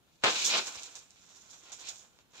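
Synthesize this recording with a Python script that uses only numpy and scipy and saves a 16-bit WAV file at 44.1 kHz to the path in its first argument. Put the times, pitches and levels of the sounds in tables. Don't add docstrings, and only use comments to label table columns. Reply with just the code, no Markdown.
import sys
import numpy as np
from scipy import signal
from scipy.fft import rfft, irfft, next_fast_len
from scipy.io import wavfile

SR = 44100
rng = np.random.default_rng(int(sys.argv[2]) if len(sys.argv) > 2 else 0)


def master_out(mix):
    frames = np.transpose(np.atleast_2d(mix))
    ceiling = np.clip(frames, -1, 1)
    pcm = np.round(ceiling * 32767).astype(np.int16)
    wavfile.write(sys.argv[1], SR, pcm)


N = 105840
SIZE = next_fast_len(N + SR)
HZ = np.maximum(np.arange(SIZE // 2 + 1) * SR / SIZE, 1)
T = np.arange(N) / SR

# [t/s, weave level/dB, crease level/dB, sequin level/dB]
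MOTION = [(0, -78, -78, -77), (0.211, -76, -70, -72), (0.233, -48.5, -69.5, -57), (0.264, -27, -46, -43),
          (0.286, -32, -31.5, -35.5), (.335, -45.5, -32.5, -38), (0.373, -42, -29.5, -34),
          (.42, -46.5, -27, -34.5), (0.461, -47, -34, -22), (0.499, -42.5, -25.5, -36),
          (.535, -35.5, -25.5, -41.5), (.582, -33.5, -22.5, -31.5), (.605, -49, -38, -61),
          (.64, -57.5, -38, -52), (0.673, -50, -47, -37), (0.709, -57, -48.5, -49.5),
          (.752, -49, -47, -39.5), (.77, -58, -46, -52), (0.789, -57.5, -40.5, -45),
          (.812, -59.5, -53, -48.5), (.842, -57, -46, -42.5), (0.899, -62, -59, -59),
          (.948, -63.5, -62, -54), (.966, -60, -62, -46), (1.004, -67.5, -58, -59), (1.03, -69.5, -63, -86),
          (1.15, -76, -68, -62), (1.18, -71, -58, -60), (1.25, -71.5, -74, -60.5), (1.34, -67, -72, -59),
          (1.47, -66, -83, -60), (1.51, -64.5, -65, -53), (1.54, -59.5, -73, -52), (1.59, -68, -75, -59),
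          (1.685, -62, -56, -56), (1.714, -61, -71, -57.5), (1.727, -59, -49, -40),
          (1.77, -66.5, -60, -57.5), (1.795, -58.5, -56.5, -48), (1.85, -58.5, -45.5, -57),
          (1.889, -58, -42, -39.5), (1.915, -61, -49.5, -63), (1.952, -66, -64, -62),
          (1.967, -67.5, -58.5, -49), (2.035, -67, -76, -61), (2.075, -71.5, -76, -84),
          (2.14, -72.5, -83, -78), (2.21, -71, -67, -67), (2.24, -75, -83, -85), (2.327, -72.5, -79, -70),
          (2.339, -63.5, -66, -58.5), (2.4, -58.5, -42.5, -50)]
# [f/Hz, level/dB]
WEAVE_SPECTRUM = [(40, -37), (100, -25), (200, -15), (430, -4.5), (700, -3.5), (1100, -2), (1500, -2),
                  (1900, -7.5), (2500, -3), (4000, -4.5), (8000, -24), (9500, -56.5), (16000, -39.5)]
SLIPS_PER_S, SLIP_SPREAD_DB, WEAVE_GAIN_DB = 6000, 3.0, 4.5
# [f/Hz, level/dB]
CREASE_SPECTRUM = [(200, -37), (1200, -26.5), (1950, -15.5), (2400, -3), (3200, -7.5), (3900, -2.5),
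                   (4700, -8), (6000, -11.5), (8500, -41), (9500, -36), (16000, -58)]
CRINKLES_PER_S, CRINKLE_SPREAD_DB, CREASE_GAIN_DB = 4000, 1, -3.5
# [f/Hz, level/dB]
SEQUIN_SPECTRUM = [(300, -21), (2000, -41), (3500, -1), (4600, -6.5), (5800, 2), (6500, 1.5), (7100, 5),
                   (7800, -7), (8700, -11.5), (9450, -46.5), (10200, -22.5), (11100, -27.5), (11900, -20),
                   (12800, -31.5), (15500, -23)]
SCRAPES_PER_S, SCRAPE_SPREAD_DB, SEQUIN_GAIN_DB = 2600, 4, -0.5
FLUTTER_DB, FLUTTER_HZ = 2.5, 69.69

# [t/s, level/dB]
SNAPS = [(.238, 3.5), (.2522, -6), (.2565, -12.5)]
# [f/Hz, level/dB]
SNAP_SPECTRUM = [(30, -35), (60, -28), (120, -19), (200, -11.5), (400, 7), (1000, 7), (1500, 8),
                 (1900, 4.5), (2600, 7), (3800, 5), (5000, -3), (8000, -7), (10000, -31.5), (16000, -33)]
SNAP_GAIN_DB, SNAP_ROOM_DB = 6.5, 8
# [t/s, level/dB]
TICKS = [(.156, -57), (.2235, -47), (.3075, -23), (.385, -23), (.4545, -21), (.562, -23), (.575, -21),
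         (.6695, -28), (.684, -26), (.757, -30), (.8335, -25), (.955, -27), (.991, -35), (1.107, -38),
         (1.509, -45), (1.7205, -31), (1.7245, -35), (1.8715, -33), (1.8865, -32), (1.9585, -35)]
# [f/Hz, level/dB]
TICK_SPECTRUM = [(300, -30), (2000, -22), (3800, -6), (4800, -5), (5800, -1), (7200, 0), (8500, -8),
                 (9600, -31), (16000, -35)]
TICK_GAIN_DB, TICK_ROOM_DB = 9, -3.5
# [t/s, level/dB]
PATS = [(1.16, -43), (1.6555, -41), (1.7935, -38), (2.049, -46), (2.189, -40), (2.3355, -42)]
# [f/Hz, level/dB]
PAT_SPECTRUM = [(60, -22), (200, -9), (500, -3), (1000, 0), (1900, -7), (2600, -2), (4000, -4), (7000, -10),
                (9500, -30), (16000, -34)]
PAT_GAIN_DB, PAT_ROOM_DB = 6, -2
# [t/s, level/dB, f/Hz, decay/s]
PUFFS = [(0.239, -36.5, 140, 0.01), (0.766, -51, 74.4, 0.0084)]
# [f/Hz, level/dB]
AIR_SPECTRUM = [(20, 9), (50, 6.5), (150, 5.5), (300, 1.5), (1000, -8.5), (1900, -16.5), (3600, -16.5),
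                (5000, -26), (7200, -19), (9000, -18), (15500, -18.5)]
AIR_GAIN_DB = -69

# [t/s, left minus right level/dB]
CLOTH_PAN = [(.25, 1), (.6, .5), (1.2, -1), (2.3, -1.3)]
LEFT_LAG_S = 0.00013
LAG_SCATTER_S = 0.00011
# [delay/s, level/dB]
ECHOES = [(.0043, -1), (.009, -0.5)]
ECHO_SCATTER = .35
ECHO_DB, ROOM_DB, ROOM_ONSET_S = -6, -1.5, 0.0018
# [f/Hz, T60/s]
ROOM_T60 = [(100, 0.54), (400, 0.28), (1500, 0.22), (4000, 0.16), (10000, 0.54)]
# [f/Hz, likeness from 0 to 1]
LIKENESS = [(60, 0), (200, 0.44), (450, 0.35), (900, 0), (2000, 0), (10000, 0)]
# [f/Hz, left minus right level/dB]
MIC_BALANCE = [(100, 4.5), (450, -.5), (1500, 1), (3500, -0.5), (4600, -1), (5700, -7), (6900, -7),
               (7600, -12.5), (8400, 11.5), (10000, 1), (15000, -2)]
RUMBLE_CUT_HZ, TREBLE_CUT_HZ = 58, 15600


def rustle(count):
    _, weave_db, crease_db, sequin_db = np.transpose(MOTION)
    patches = weave(weave_db, count) + creases(crease_db, count) + sequins(sequin_db, count)
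    sides = np.linspace(-1, 1, count)
    return sum(in_room(patch, ROOM_DB, side, 1 + ECHO_SCATTER * side)
               for patch, side in zip(patches, sides))


def weave(level_db, count):
    slips = grains(SLIPS_PER_S, SLIP_SPREAD_DB, count)
    return colour(slips * motion_gain(level_db + WEAVE_GAIN_DB), WEAVE_SPECTRUM)


def creases(level_db, count):
    crinkles = grains(CRINKLES_PER_S, CRINKLE_SPREAD_DB, count)
    return colour(crinkles * motion_gain(level_db + CREASE_GAIN_DB), CREASE_SPECTRUM)


def sequins(level_db, count):
    scrapes = grains(SCRAPES_PER_S, SCRAPE_SPREAD_DB, count)
    return colour(scrapes * motion_gain(level_db + SEQUIN_GAIN_DB), SEQUIN_SPECTRUM)


def motion_gain(level_db):
    return from_db(np.interp(T, np.transpose(MOTION)[0], level_db))


def grains(per_s, spread_db, count):
    flutter = np.interp(T * FLUTTER_HZ, np.arange(N), rng.standard_normal(N))
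    sizes = from_db(spread_db * np.minimum(rng.exponential(1, N), 4)) * rng.choice([-1, 1], N)
    happens = rng.random(N) < per_s / SR
    slips = rms_one(sizes * happens * from_db(FLUTTER_DB * flutter))
    patch_of_slip = rng.integers(0, count, N)
    return slips * (patch_of_slip == np.arange(count)[:, None])


def snap():
    return in_room(from_db(SNAP_GAIN_DB) * colour(clicks(SNAPS), SNAP_SPECTRUM), SNAP_ROOM_DB)


def ticks():
    return in_room(from_db(TICK_GAIN_DB) * colour(clicks(TICKS), TICK_SPECTRUM), TICK_ROOM_DB)


def pats():
    return in_room(from_db(PAT_GAIN_DB) * colour(clicks(PATS), PAT_SPECTRUM), PAT_ROOM_DB)


def clicks(rows):
    out = np.zeros(N)
    for s, db in rows:
        out[int(s * SR)] += from_db(db)
    return out


def puffs():
    out = 0
    for s, db, hz, decay_s in PUFFS:
        age = np.maximum(T - s, 0)
        out = out + from_db(db) * np.sin(2 * np.pi * hz * age) * np.exp(-age / decay_s)
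    return out


def room_air():
    return from_db(AIR_GAIN_DB) * colour(diffuse(N), AIR_SPECTRUM)


def in_room(x, room_db, side=0, reach=1):
    def delay(left_s, right_s):
        return np.exp(-2j * np.pi * HZ * np.array([[left_s], [right_s]]))

    direct = delay(LEFT_LAG_S + side * LAG_SCATTER_S, 0)
    echoes = 0
    for s, db in ECHOES:
        left_s = s * reach * rng.uniform(.9, 1.1)
        echoes = echoes + from_db(db + ECHO_DB) * delay(left_s, s * reach)
    path = direct + from_db(room_db) * (rfft(room_tail(), SIZE) + echoes)
    path = path / np.sqrt(np.mean(abs(path) ** 2))
    return irfft(rfft(x, SIZE) * path, SIZE)[:, :N]


def room_tail():
    t = T[:SR // 2]
    noise = rfft(diffuse(len(t)))
    log_hz = np.log(np.linspace(1, SR / 2, noise.shape[1]))
    centres = np.log([hz for hz, _ in ROOM_T60])
    tail = 0
    for share, (_, t60) in zip(np.eye(len(centres)), ROOM_T60):
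        band = irfft(noise * np.interp(log_hz, centres, share))
        tail = tail + band * from_db(-60 * t / t60)
    return rms_one(tail * (1 - np.exp(-t / ROOM_ONSET_S))) / np.sqrt(len(t))


def diffuse(size):
    mid, side = rfft(rng.standard_normal((2, size)))
    alike = np.clip(at_hz(LIKENESS, np.linspace(1, SR / 2, len(mid))), -1, 1)
    ears = np.sqrt(1 + alike) * mid + np.sqrt(1 - alike) * side * [[1], [-1]]
    return rms_one(irfft(ears, size))


def colour(x, spectrum):
    cepstrum = irfft(np.log(rms_one(from_db(at_hz(spectrum)))), SIZE)
    cepstrum[1:SIZE // 2] *= 2
    cepstrum[SIZE // 2 + 1:] = 0
    return irfft(rfft(x, SIZE) * np.exp(rfft(cepstrum)), SIZE)[..., :N]


def at_hz(points, hz=HZ):
    f, value = np.transpose(points)
    return np.interp(np.log(hz), np.log(f), value)


def from_db(db):
    return 10 ** (np.asarray(db) / 20)


def rms_one(x):
    return x / np.sqrt(np.mean(x ** 2) + 1e-20)


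def scene():
    cloth = rustle(count=4) + snap() + ticks() + pats()
    pan_db = np.interp(T, *np.transpose(CLOTH_PAN))
    pan = from_db(pan_db * np.array([[.5], [-.5]]))
    return pan * cloth + puffs() + room_air()


def record(dry):
    mics = from_db(at_hz(MIC_BALANCE) * np.array([[.5], [-.5]]))
    mics = mics / np.sqrt(np.mean(mics ** 2, axis=0))
    heard = irfft(rfft(dry, SIZE) * mics, SIZE)[:, :N]
    rumble_cut = signal.butter(2, RUMBLE_CUT_HZ, "high", fs=SR, output="sos")
    treble_cut = signal.ellip(12, .2, 70, TREBLE_CUT_HZ, fs=SR, output="sos")
    return signal.sosfilt(treble_cut, signal.sosfilt(rumble_cut, heard))


dry = scene()
out = record(dry)
master_out(out)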